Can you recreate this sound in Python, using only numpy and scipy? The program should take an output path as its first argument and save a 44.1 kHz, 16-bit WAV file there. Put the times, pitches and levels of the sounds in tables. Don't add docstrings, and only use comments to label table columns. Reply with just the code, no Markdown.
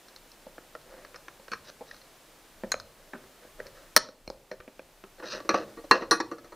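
import sys
import numpy as np
from scipy import signal
from scipy.fft import rfft, irfft, next_fast_len
from scipy.io import wavfile
from scipy.ndimage import uniform_filter1d

SR = 44100
rng = np.random.default_rng(int(sys.argv[2]) if len(sys.argv) > 2 else 0)


def volts_from_db(level):
    exponent = np.asarray(level, float) / 20
    return 10 ** exponent


def master(y):
    cut = np.clip(np.atleast_2d(y).T, -1, 1)
    pcm = np.round(cut * 32767)
    wavfile.write(sys.argv[1], SR, pcm.astype(np.int16))


N = 288987


def read(points, hz):
    f, value = np.transpose(points)
    return np.interp(np.log(hz + 1), np.log(f + 1), value)


def evened(x):
    return x / np.sqrt(np.mean(x ** 2) + 1e-20)


def add(mix, start_s, sound):
    part = mix[round(start_s * SR):][:len(sound)]
    part += sound[:len(part)]


def coloured(x, points):
    length = x.shape[-1]
    size = next_fast_len(length)
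    gain = volts_from_db(read(points, np.fft.rfftfreq(size, 1 / SR)))
    return irfft(rfft(x, size) * gain, size)[..., :length]


# pitch_hz, density_db_per_hz
HISS = [(88, -45.5), (150, -6), (285, -4), (320, -0.5), (352, -3), (572, -2), (708, -4), (1700, -8.5),
        (15500, -19)]


def hiss():
    return volts_from_db(-56.5) * evened(coloured(rng.standard_normal(N), HISS))


# pitch_hz, t60_s
GARAGE_DECAY = [(150, 0.7), (500, 0.5), (1500, 0.25), (4000, 0.29), (8000, 0.22), (14000, 0.013)]


def garage(x):
    taps = np.zeros(SR // 2)
    at = np.arange(300, len(taps) - 8, 8)
    taps[at + rng.integers(0, 8, len(at))] = rng.choice([-1., 1.], len(at))
    hz, t, z = signal.stft(taps, SR, nperseg=256)
    t60_s = np.maximum(read(GARAGE_DECAY, hz), .03)[:, None]
    tail = signal.istft(z * volts_from_db(-60 * t / t60_s), SR, nperseg=256)[1]
    return signal.oaconvolve(x, tail / np.linalg.norm(tail))[:N]


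# time_s, level_db
SWAY = [(0.0, -76), (0.13, -65.5), (2.46, -67.5), (2.59, -57), (3.37, -66), (3.56, -57.5), (3.92, -63),
        (4.01, -48.5), (4.07, -66.5), (4.32, -49), (4.49, -64), (6.55, -63)]


def rumble(near):
    deep_db = np.interp(np.arange(N) / SR, *np.transpose(SWAY))
    handling = uniform_filter1d(near ** 2, size=6000, origin=2900)
    handling_db = 10 * np.log10(np.clip(handling, 1e-6, 1e-3))
    low_db = -70 + 0.36 * (deep_db + 66.5) + 0.5 * (handling_db + 49)
    deep_band = [(12, -40.5), (25, 0.0), (45, -15.0), (75, -25.5), (200, -48.0)]
    low_band = [(30, -65.5), (55, -6.5), (150, -0.5), (230, -33), (500, -82.5)]
    deep = volts_from_db(deep_db) * evened(coloured(rng.standard_normal(N), deep_band))
    low = volts_from_db(low_db) * evened(coloured(rng.standard_normal(N), low_band))
    return deep + low


# start_s, level_db
THUMPS = [
    (0.464, -61),
    (0.897, -56),
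    (2.638, -50),
    (3.132, -65),
    (3.962, -32),
    (4.278, -36.5),
    (4.299, -56),
    (4.599, -45),
    (5.539, -44),
    (5.909, -37),
]


def thumps(swing_hz=70.5):
    out, t = np.zeros(N), np.arange(4000) / SR
    swing = np.sin(2 * np.pi * swing_hz * t) * np.exp(-t * swing_hz * 4.3)
    for start_s, level_db in THUMPS:
        add(out, start_s, volts_from_db(level_db + 9) * swing)
    return out


def ring(modes, crowd_db, spread_db, size):
    hz, db, t60_s = np.transpose(modes)[..., None]
    shift, weight = rng.standard_normal((2, len(modes), 5, 1))
    shift[:, 0] = 0
    crowd = np.r_[1, np.full(4, volts_from_db(crowd_db))][:, None] * volts_from_db(spread_db * weight)
    t = np.arange(size) / SR
    turns = (hz[..., None] * (1 + 0.0612 * shift) * t).astype(np.float32)
    waves = crowd * np.sin(np.float32(2 * np.pi) * turns)
    fade = volts_from_db(-60 * t / t60_s)
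    waves = waves[:, 0] + waves[:, 1:].sum(1) * fade ** .7
    onset = 1 - np.exp(-t * hz * 1.25)
    return (waves * volts_from_db(db) * fade * onset).sum(0)


# pitch_hz, level_db, t60_s
HULL = [(210.5, 0, 0.034), (282.2, -4, 0.044), (380, 0, 0.045), (522, 0, 0.046), (590, 3.5, 0.025),
        (780, -8, 0.029)]
HANDLE = [(960, -10.5, 0.0073), (1380, -1, 0.018), (1594, 5, 0.011), (1870, 8, 0.006), (2230, 1, 0.012),
          (2380, 13, 0.0021), (2990, -7.5, 0.0071)]
STEEL = [(4110, -2, 0.028), (4400, -5.5, 0.051), (4235, 10.5, 0.036), (5030, 13, 0.01), (6100, -30, 0.036),
         (6570, -48, 0.007)]
RIM = [(2570, -16, .015), (2485, -8, 0.0096), (2590, 10.5, 0.012)]
# start_s, firmest_s, end_s, pressure_db, grit_db
STROKES = [(0.837, 0.94, 1.3, -50.5, -17.5), (1.642, 1.702, 1.706, -50, 3), (1.846, 1.87, 2.34, -63.5, 4),
           (2.893, 3.01, 3.17, -56, -21.5), (3.145, 3.135, 3.3, -49, -26), (3.364, 3.463, 3.5, -54, -18),
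           (3.582, 3.6, 3.66, -44, -21), (3.65, 3.66, 3.73, -51, -13.5), (3.73, 3.77, 3.92, -53.5, -7.5),
           (5.179, 5.197, 5.25, -43, -13.5), (5.223, 5.244, 5.3, -38.5, -12.5),
           (5.249, 5.328, 5.39, -46.5, 10), (5.325, 5.347, 5.43, -34.5, -11.5),
           (5.447, 5.452, 5.49, -49, -9), (5.489, 5.511, 5.54, -27.5, -15),
           (5.533, 5.554, 5.65, -28.5, -11.5), (5.653, 5.694, 5.84, -60, -4), (5.929, 5.955, 6.0, -22, -16),
           (5.997, 6.014, 6.09, -36, -13)]


def rubs(slips_per_s=2500, grain_db=4):
    slips = (rng.random(N) < slips_per_s / SR) * volts_from_db(grain_db * np.minimum(rng.exponential(1, N), 3))
    slips = slips * rng.choice([-1., 1.], N)
    bodies = []
    for modes in (HULL, HANDLE[:4], RIM, STEEL):
        response = ring(modes, crowd_db=-1, spread_db=0.77, size=3000)
        bodies.append(evened(signal.oaconvolve(slips, response)[:N]))
    out = np.zeros(N)
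    for start_s, firmest_s, end_s, pressure_db, grit_db in STROKES:
        t = np.arange(start_s, end_s, 1 / SR)
        rim_db = grit_db - 6.5 + 0.3766 * (pressure_db + 53.5)
        shares_db = 0, 0.39 * grit_db, rim_db, grit_db
        at = round(start_s * SR)
        grains = sum(volts_from_db(db) * body[at:][:len(t)] for db, body in zip(shares_db, bodies))
        swell_db = np.interp(t, (start_s, firmest_s, end_s), (-14, 0, -22))
        add(out, start_s, grains * volts_from_db(pressure_db + swell_db) * signal.windows.tukey(len(t), .12))
    return out


def hits(rows, bodies, crowd_db, spread_db, chatter_db, last_s, bare_db, size):
    out, t = np.zeros(N), np.arange(size) / SR
    for start_s, *levels_db, t60_s in rows:
        unevenness = evened(uniform_filter1d(rng.standard_normal(size), 40))
        chatter = evened(rng.standard_normal(size) * volts_from_db(3.4 * unevenness))
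        force = chatter * volts_from_db(chatter_db - 60 * t / max(t60_s, .004))
        force = force * np.clip((last_s - t) / 0.0016, 0, 1)
        force = force * (1 + 1.5 * np.exp(-t / .0015))
        force[0] = 1
        add(out, start_s, volts_from_db(levels_db[2] + bare_db) * np.diff(force))
        held = volts_from_db(-60 * t / (0.09 + 2.9 * t60_s + .02))
        for level_db, body in zip(levels_db, bodies):
            response = ring(body, crowd_db, spread_db, size)
            sound = signal.fftconvolve(force, response)[:size] * held
            loudest = np.sqrt(uniform_filter1d(sound ** 2, 180).max())
            add(out, start_s, volts_from_db(level_db) * sound / loudest)
    return out


def edged(rows, edge_db, per_db, from_db):
    out = []
    for start_s, handle_db, hull_db, steel_db, t60_s in rows:
        bright_db = steel_db + edge_db + per_db * (steel_db - from_db)
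        out.append((start_s, handle_db, hull_db, steel_db, bright_db, t60_s))
    return out


# pitch_hz, level_db, t60_s
REEL_HULL = [(217, -10, 0.12), (325.8, 1, .11), (470, -2, 0.15), (555, -3, 0.069), (681, -9.5, 0.078),
             (884, -17, 0.14)]
REEL_BODY = [(980, -3.5, 0.069), (1149, 2.5, 0.1), (1287, -1, 0.083), (1430, -1, 0.068), (1687, -6, 0.15),
             (1862, -2, 0.054), (2510, -12, 0.16)]
REEL_STEEL = [(3670, -31, 0.051), (3890, -18, 0.067), (4210, 1, 0.1), (4500, -7, 0.095), (5120, -8, 0.033),
              (5410, -11.5, 0.026), (5660, -3.5, 0.041), (5940, -6, 0.043), (6950, 0, 0.012)]
REEL_EDGE = [(6860, -39, 0.035), (8960, -5, 0.02), (9550, -8, 0.013), (9500, -15, 0.056),
             (13200, -13, 0.0042)]
# start_s, body_db, hull_db, steel_db, contact_t60_s
KNOCKS = [(5.1963, -45.5, -46, -68, 0.041), (5.225, -40, -40, -68, 0.11), (5.4022, -39, -40.5, -48, 0.04),
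          (5.449, -48, -39.5, -68, 0.3), (5.4913, -16.5, -22, -24.5, 0.088),
          (5.542, -18.5, -18.5, -34.5, 0.02), (5.5944, -44, -35, -66, 0.13), (5.7713, -45, -39, -58, 0.11),
          (5.8386, -50, -40, -58, 0.064), (5.911, -6.5, -15.5, -15, 0.11), (6.0201, -31, -26.5, -54, 0.09),
          (6.11, -13.5, -16.5, -12.5, 0.17), (6.2014, -19.5, -21.5, -29, 0.04),
          (6.314, -31.5, -28, -42, 0.11), (6.3825, -44.5, -45, -53.5, 0.033),
          (6.4438, -49, -44, -55.5, 0.12), (6.5212, -43, -42.5, -54.5, 0.069)]


def reel_knocks():
    rows = edged(KNOCKS, edge_db=-1.5, per_db=3, from_db=-10.5)
    return hits(rows, (REEL_BODY, REEL_HULL, REEL_STEEL, REEL_EDGE), crowd_db=-4.5, spread_db=2.5,
                chatter_db=-11.5, last_s=0.084, bare_db=-12.0, size=5000)


# pitch_hz, level_db, t60_s
EDGE = [(7750, -6.5, 0.054), (9300, -7, 0.0063), (12120, -32, 0.0013), (12700, -11.5, 0.004)]
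# start_s, strength_db, handle_share_db, contact_t60_s
CLICKS = [(0.0837, -50.5, -2, 0.068), (0.1619, -41, -7, 0.053), (0.317, -48, -19, 0.029),
          (0.814, -56, -11, .02), (1.1588, -45.5, 2.5, 0.034), (1.9118, -47, 9, .018),
          (1.944, -51.5, 3, .02), (1.9652, -52, -4, 0.031), (2.015, -53, -1, .03), (2.7177, -22, -2, 0.043),
          (2.799, -35.5, -1.5, 0.027), (3.6676, -45.5, 0.5, 0.042)]
# start_s, strength_db, hull_share_db, steel_share_db, contact_t60_s
GRIPS = [(0.581, -40, 1, -23, 0.055), (0.7509, -37, 0, -18, 0.054), (1.049, -40.5, -8, -12, 0.025),
         (1.144, -41.5, -5, -17, 0.096), (1.2829, -36, -15, -16, 0.035), (1.482, -41, -4.5, -9.5, 0.021),
         (1.517, -33, -3, -5.5, 0.13), (1.5334, -28, -15, -12.5, 0.055), (2.7413, -24, -1, -17, 0.012),
         (3.134, -35.5, 0.5, -30, 0.12), (3.6015, -33, -2, -25, .023)]
# start_s, strength_db, handle_share_db, steel_share_db, contact_t60_s
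TAPS = [
    (0.4664, -37, -19, -27, 0.063),
    (1.397, -47.5, -7, -9, 0.041),
    (1.808, -39, -16, -25, 0.11),
    (2.636, -25.5, -12, -34, 0.096),
    (3.2387, -48, -6, -12, 0.036),
    (3.4514, -46, -18, -22, 0.01),
    (4.0876, -36, -1.5, -6, .012),
    (4.2765, -27.5, -5.5, -6, 0.0066),
    (4.301, -24.5, -11, -7, 0.011),
    (4.514, -27.5, -5, -11.5, 0.083),
]
# start_s, strength_db, handle_share_db, contact_t60_s
BUMPS = [
    (4.3465, -44, -17, 0.025),
    (4.6024, -40.5, 2, .06),
    (4.678, -34.5, -6.5, 0.065),
    (4.7937, -31.5, -5, 0.034),
    (5.0384, -34.5, -5, .044),
]


def plier_touches():
    rows = [(s, db + handle, db - 17, db, t60) for s, db, handle, t60 in CLICKS]
    rows += [(s, db, db + hull, db + steel, t60) for s, db, hull, steel, t60 in GRIPS]
    rows += [(s, db + handle, db, db + steel, t60) for s, db, handle, steel, t60 in TAPS]
    rows += [(s, db + handle, db, db - 30, t60) for s, db, handle, t60 in BUMPS]
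    rows = edged(rows, edge_db=-21, per_db=2.01, from_db=-33.5)
    return hits(rows, (HANDLE, HULL, STEEL, EDGE), crowd_db=1, spread_db=8, chatter_db=-11.5,
                last_s=.06, bare_db=-3, size=2200)


# pitch_hz, level_db, t60_s
JAW = [(1136, -10, .014), (1400, -3, .01), (1620, 0, .013), (1850, -4, .009), (2455, -12, .01)]
WIRE = [(3520, -11.5, 0.0017), (4240, -1, 0.012), (4479, 4, .01), (4950, 1, .006), (5300, -2.5, 0.0066),
        (6100, -8, 0.0024)]
# start_s, handle_db, hull_db, steel_db, contact_t60_s
SNAP = [
    (3.964, -5, -14.5, -3.5, .3),
]


def cable_snap():
    rows = edged(SNAP, edge_db=-21.5, per_db=0, from_db=0)
    return hits(rows, (JAW, HULL, WIRE, EDGE), crowd_db=2, spread_db=-1.5, chatter_db=-2.5,
                last_s=0.015, bare_db=-6, size=3000)


# pitch_hz, gain_db
CASE = [(110, -30), (200, -3), (500, 0), (1900, 1), (2050, -5), (2500, -2), (3300, -6), (4250, 0),
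        (4800, -2), (5700, 3), (6500, 0), (7000, -11), (9400, -5), (15500, -11)]


def cased(x):
    log_gain = np.log(volts_from_db(read(CASE, abs(np.fft.fftfreq(4096, 1 / SR)))))
    taps = np.fft.ifft(np.exp(np.conj(signal.hilbert(log_gain)))).real[:2048]
    return signal.oaconvolve(x, taps)[:N]


# pitch_hz, gain_db
SIDE_TONE = [(30, -29), (80, -23), (200, -30), (1400, -33), (2800, -26), (6000, -29), (13000, -28)]
# pitch_hz, gain_db
SIDE_HISS = [(200, -18.5), (1000, -17.5), (4000, -10), (13000, -6.5)]


def scene():
    near = rubs() + reel_knocks() + plier_touches() + cable_snap()
    mid = cased(near + volts_from_db(-17.5) * garage(near)) + hiss() + rumble(near) + thumps()
    scatter = rng.standard_normal(256) / 16
    side = coloured(signal.oaconvolve(mid, scatter)[:N], SIDE_TONE) + coloured(hiss(), SIDE_HISS)
    return np.array([mid + side, mid - side])


def low_pass(x):
    return signal.sosfilt(signal.butter(12, 15910, fs=SR, output="sos"), x)


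def record(dry, recovery_db_per_s=5, deepest_db=9.5, peak=.8):
    treble = np.diff(dry.mean(0), prepend=0)
    power_db = 10 * np.log10(abs(uniform_filter1d(treble ** 2, 300)) + 1e-12)
    fall_db = np.arange(N) * recovery_db_per_s / SR
    cut_db = np.clip(0.3 * (power_db + 32.5), 0, deepest_db)
    held_db = np.maximum.accumulate(cut_db + fall_db) - fall_db
    late_db = signal.lfilter([1 / 500], [1, 1 / 500 - 1], held_db)
    clipped = np.clip(dry / volts_from_db(late_db), -peak, peak)
    band = signal.firwin(511, 15600, window=("kaiser", 9), fs=SR)
    return low_pass(signal.oaconvolve(clipped, band[None], "same"))


dry = scene()
out = record(dry)
master(out)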